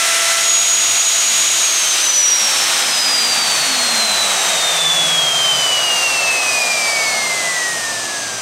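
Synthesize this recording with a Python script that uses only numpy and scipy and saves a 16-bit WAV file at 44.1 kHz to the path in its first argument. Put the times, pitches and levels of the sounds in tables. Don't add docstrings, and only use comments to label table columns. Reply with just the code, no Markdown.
import sys
import numpy as np
from scipy import signal
from scipy.fft import rfft, irfft, next_fast_len
from scipy.io import wavfile
from scipy.ndimage import uniform_filter1d, minimum_filter1d

SR = 44100
rng = np.random.default_rng(int(sys.argv[2]) if len(sys.argv) > 2 else 0)


def output_pcm(signal):
    pcm = np.clip(np.atleast_2d(signal).T, -1, 1) * 32767
    wavfile.write(sys.argv[1], SR, np.round(pcm).astype(np.int16))


N = 370881
TIME_S = np.arange(N) / SR
FREE_SHAFT_HZ, FAN_BLADES = 336.25, 20
CUT_END_S, LOAD_RELEASE_S, SWITCH_OFF_S = 0.36, 0.25, 1.5974
CUTOFF_HZ = 15750


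def from_db(db):
    return 10 ** (np.asarray(db) / 20)


def unit_rms(x):
    return x / np.sqrt(np.mean(x ** 2) + 1e-20)


def envelope(curve):
    return from_db(np.interp(TIME_S, *np.transpose(curve)))


def coloured(x, spectrum):
    hz, db = np.transpose(spectrum)
    size = next_fast_len(N + 4096)
    bins_hz = np.maximum(np.fft.rfftfreq(size, 1 / SR), 1)
    gain = from_db(np.interp(np.log(bins_hz), np.log(hz), db)) * np.minimum(bins_hz / hz[0], 1)
    return irfft(rfft(x, size) * gain, size)[..., :N]


def drift(rate_hz, hop=40):
    pole = np.exp(-2 * np.pi * hop * rate_hz / SR)
    noise = rng.standard_normal(N // hop + 2002)
    slow = signal.lfilter([1], [1, -2 * pole, pole ** 2], noise)[2000:]
    return np.interp(np.arange(N) / hop, np.arange(len(slow)), unit_rms(slow))


def rush(spectrum):
    return unit_rms(coloured(rng.standard_normal(N), spectrum))


def tone(cycles):
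    return np.sqrt(2) * np.sin((2 * np.pi * (cycles % 1)).astype(np.float32))


def ringing(x, modes):
    return sum(from_db(db) * signal.lfilter(*signal.iirpeak(hz, hz / width_hz, fs=SR), x)
               for hz, width_hz, db in modes)


def in_cut(release_s):
    return np.exp(-np.maximum(TIME_S - CUT_END_S, 0) / release_s)


def shaft_speed_hz(sag_hz=0.85, friction_hz_per_s=21.121, drag_hz_per_s=54.016, drag_power=2.2005):
    times_s, step_s = np.linspace(SWITCH_OFF_S, TIME_S[-1], 7000, retstep=True)
    hz = [FREE_SHAFT_HZ]
    for _ in times_s[1:]:
        braking = friction_hz_per_s + drag_hz_per_s * (hz[-1] / FREE_SHAFT_HZ) ** drag_power
        hz.append(hz[-1] - step_s * braking)
    return np.interp(TIME_S, times_s, hz) - sag_hz * in_cut(LOAD_RELEASE_S)


# (order [x shaft speed], cutting level [dB], free level [dB])
BIT_ORDERS = [(2, -25.5, -33), (4, -19.5, -50), (6, -20, -42), (16, -22.5, -80)]
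# (frequency [Hz], relative density [dB])
CHIP_SPECTRUM = [(300, -20), (700, -11), (1700, 8), (2600, 6), (4500, -10), (6500, 1), (9000, 3),
                 (12000, -8), (15500, -32)]
def bit(turns, shaft_hz, rough_db=0.9, chips_db=-12.5):
    load = in_cut(LOAD_RELEASE_S)
    stir = (shaft_hz / FREE_SHAFT_HZ) ** 3.1
    buzz = np.zeros(N)
    for order, cut_db, free_db in BIT_ORDERS:
        gain = from_db(cut_db) * load + from_db(free_db) * stir
        buzz += gain * from_db(rough_db * drift(26)) * tone(order * turns + rng.random())
    chips = rush(CHIP_SPECTRUM) * (1 + 0.17 * tone(2 * turns))
    return buzz + from_db(chips_db) * in_cut(release_s=0.067) * chips


# (frequency [Hz], relative density [dB])
RUMBLE_SPECTRUM = [(40, -26), (90, -34), (106, -20), (124, 1), (160, 4), (190, 0.5), (300, 3), (450, 0.5),
                   (800, -21)]
# (frequency [Hz], level [dB re rumble])
HUM_TONES = [(56.5, -31), (113, -14), (168, -12), (226.1, -12), (279.9, -11.5), (339.1, -11), (393, -10),
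             (672.9, -13), (1254, -11)]
def dust_extractor(rumble_db=-42, waver_db=5.5, wander_cycles=0.17):
    hum = sum(from_db(db + waver_db * drift(5)) * tone(hz * TIME_S + wander_cycles * drift(2))
              for hz, db in HUM_TONES)
    return from_db(rumble_db) * (rush(RUMBLE_SPECTRUM) + hum)


# (frequency [Hz], relative density [dB])
AIR_SPECTRUM = [(130, -31), (450, -13), (1200, -6), (1800, -5), (2400, -1.5), (3900, -1), (5100, -4.5),
                (6400, -2.5), (7400, -3), (8800, -3), (9800, -10.5), (10500, -13.5), (12000, -14),
                (15500, -28.5)]
# (frequency [Hz], width [Hz], gain [dB])
CAVITY_MODES = [(1310, 200, -10), (3180, 250, -9.5), (3880, 140, -5.5), (5970, 360, 0), (7600, 220, -39)]
def cooling_air(shaft_hz, full_speed_db=-8.5):
    flow = from_db(full_speed_db) * (shaft_hz / FREE_SHAFT_HZ) ** 1.61
    air = rush(AIR_SPECTRUM)
    return flow * unit_rms(air + ringing(air, CAVITY_MODES))


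# (time [s], level [dB])
WHINE_LEVEL = [(0, -22), (0.36, -20), (0.49, -7.5), (1.92, -11.5), (1.98, -24), (2.03, -12.5), (2.2, -4.5),
               (2.46, -11.5), (2.51, -19.5), (2.9, -20), (3.05, -10.5), (3.22, -12), (3.55, -18.5),
               (3.75, -17.5), (4.18, -15.5), (4.42, -27), (4.7, -16), (5.17, -12.5), (6, -16), (7.7, -23.5),
               (8.41, -35)]
def fan_whine(turns, flutter_db=1.6, jitter_db=-52, octave_db=-37):
    passes = FAN_BLADES * turns + from_db(jitter_db) * drift(55)
    gain = envelope(WHINE_LEVEL) * from_db(flutter_db * drift(29))
    return gain * (tone(passes) + from_db(octave_db) * tone(2 * passes))


# (time [s], level [dB])
RUB_LEVEL = [(0, -42), (2, -39), (3.7, -35), (6.3, -37.5), (7.5, -40.7), (8.41, -46.5)]
# (order [x shaft speed], boost [dB])
STRONG_ORDERS = [(16, 9.5), (21, 5), (32, 7), (33, 6), (35, 3), (40, 7), (43, 5), (48, 7), (57, 5), (65, 7),
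                 (70, 4), (77, 6), (87, 4), (96, 7), (97, 5)]
# (frequency [Hz], gain [dB])
HOUSING_RESPONSE = [(200, -26), (700, -14), (1250, -18), (1700, -11), (2600, -12), (3400, -11), (4200, -5),
                    (5300, -4), (6600, -3.3), (7600, -3), (8800, -3), (10000, -19), (11500, -17),
                    (13200, -22), (15500, -28)]
# (frequency [Hz], width [Hz], gain [dB])
HOUSING_MODES = [(1750, 320, 7), (4950, 350, 0), (6000, 350, -4), (8300, 400, -12), (10900, 400, -4)]
def brushes_and_bearings(turns, shaft_hz, uneven_db=1.6, ripple_db=2.6, hop=64):
    boosts_db = dict(STRONG_ORDERS)
    grid_hz = np.arange(0, CUTOFF_HZ, 400)
    comb = np.zeros(N)
    for order in np.setdiff1d(np.arange(2, 135), FAN_BLADES):
        hz = order * shaft_hz[::hop]
        level_db = boosts_db.get(order, uneven_db * rng.standard_normal())
        swell_db = ripple_db * np.interp(hz, grid_hz, rng.standard_normal(len(grid_hz)))
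        gain = from_db(level_db + swell_db) * (hz < CUTOFF_HZ)
        comb += np.repeat(gain, hop)[:N] * tone(order * turns + rng.random())
    radiated = coloured(comb, HOUSING_RESPONSE)
    return envelope(RUB_LEVEL) * (radiated + ringing(radiated, HOUSING_MODES))


# (time [s], level [dB])
ROAR_LEVEL = [(0, -26), (1.3, -35), (2.6, -27), (4.7, -21.5), (7.1, -24.5), (8.41, -32)]
# (frequency [Hz], relative density [dB])
ROAR_SPECTRUM = [(115, -27), (330, -17), (520, -4.5), (610, -2), (680, 3.5), (790, -3.5), (950, -6),
                 (1200, -3), (1700, -16.5), (2600, -8), (5000, -33), (8800, -46), (10500, -49),
                 (15500, -50)]
def hollow_roar():
    return envelope(ROAR_LEVEL) * rush(ROAR_SPECTRUM)


# (time [s], level [dB])
SWIRL_LEVEL = [(0, -45), (2.2, -26), (2.7, -19), (3.7, -18.5), (4.5, -20.5), (6.4, -25.5), (7.2, -51),
               (8.41, -36)]
# (frequency [Hz], relative density [dB])
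SWIRL_SPECTRUM = [(400, -23), (650, -9), (820, 4.5), (1000, -1), (1400, 2.5), (2200, 1.5), (2800, -1.5),
                  (4200, -2.5), (9000, -25)]
def fan_swirl():
    return envelope(SWIRL_LEVEL) * rush(SWIRL_SPECTRUM)


# (frequency [Hz], width [Hz], gain [dB])
BENCH_MODES = [(168.7, 7.2, -22.5), (206, 9.7, -32), (230, 18, -35), (270, 21, -62)]
def bench_shake(turns, shaft_hz):
    force = (shaft_hz / FREE_SHAFT_HZ) ** 2 * tone(turns)
    return ringing(force, BENCH_MODES)


# (time [s], level [dB])
GROAN_LEVEL = [(2.3, -51), (2.8, -41), (3.62, -53), (3.72, -29), (4.2, -41), (4.5, -51), (4.85, -38),
               (5.7, -42), (6.1, -70)]
def groan(from_hz=339, toward_hz=109, hold_until_s=3.29, sink_s=1.06, waver_db=3):
    hz = toward_hz + (from_hz - toward_hz) * np.exp(-np.maximum(TIME_S - hold_until_s, 0) / sink_s)
    return envelope(GROAN_LEVEL) * from_db(waver_db * drift(6.2)) * tone(np.cumsum(hz) / SR)


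# (frequency [Hz], relative density [dB])
SWELL_SPECTRUM = [(100, -34), (135, -6), (170, -9), (260, -7), (1000, -60)]
def low_swell(peak_s=3.38, half_width_s=0.53, peak_db=-37):
    return from_db(peak_db) * np.exp(-((TIME_S - peak_s) / half_width_s) ** 2) * rush(SWELL_SPECTRUM)


def workshop(x, t60_s, wet_db):
    age_s = TIME_S[:SR // 2]
    tail = rng.standard_normal(len(age_s)) * from_db(-60 * age_s / t60_s) * (age_s > 0.002)
    echoes = signal.fftconvolve(x, tail / np.sqrt(np.sum(tail ** 2)))[:N]
    wet = from_db(wet_db)
    return (x + wet * echoes) / np.sqrt(1 + wet ** 2)


# (frequency [Hz], level [dB re common sound])
STRAY_RESPONSE = [(50, -28), (125, -35), (250, -26), (700, -18), (2000, -26), (8000, -27)]
def close_pair(x):
    side = coloured(workshop(x, t60_s=0.3, wet_db=30), STRAY_RESPONSE)
    return np.array([x + side, x - side])


def gain_control(x, threshold_db=-6, ratio=4.9, hold_s=0.023, response_s=0.038):
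    peaks = -minimum_filter1d(-np.abs(x).max(axis=0), int(hold_s * SR))
    level_db = 20 * np.log10(uniform_filter1d(peaks, int(response_s * SR)) + 1e-9)
    excess_db = np.maximum(level_db - threshold_db, 0)
    return x * from_db(-excess_db * (1 - 1 / ratio))


def scene():
    shaft_hz = shaft_speed_hz()
    turns = np.cumsum(shaft_hz) / SR
    mix = bit(turns, shaft_hz) + dust_extractor() + hollow_roar() + cooling_air(shaft_hz)
    mix += workshop(fan_whine(turns), t60_s=0.35, wet_db=-15)
    mix += workshop(brushes_and_bearings(turns, shaft_hz), t60_s=0.12, wet_db=-7)
    mix += fan_swirl() + bench_shake(turns, shaft_hz) + groan() + low_swell()
    return close_pair(mix)


def record(dry):
    lowpass = signal.ellip(12, 0.1, 90, CUTOFF_HZ, fs=SR, output="sos")
    return signal.sosfilt(lowpass, gain_control(dry))


dry = scene()
out = record(dry)
output_pcm(out)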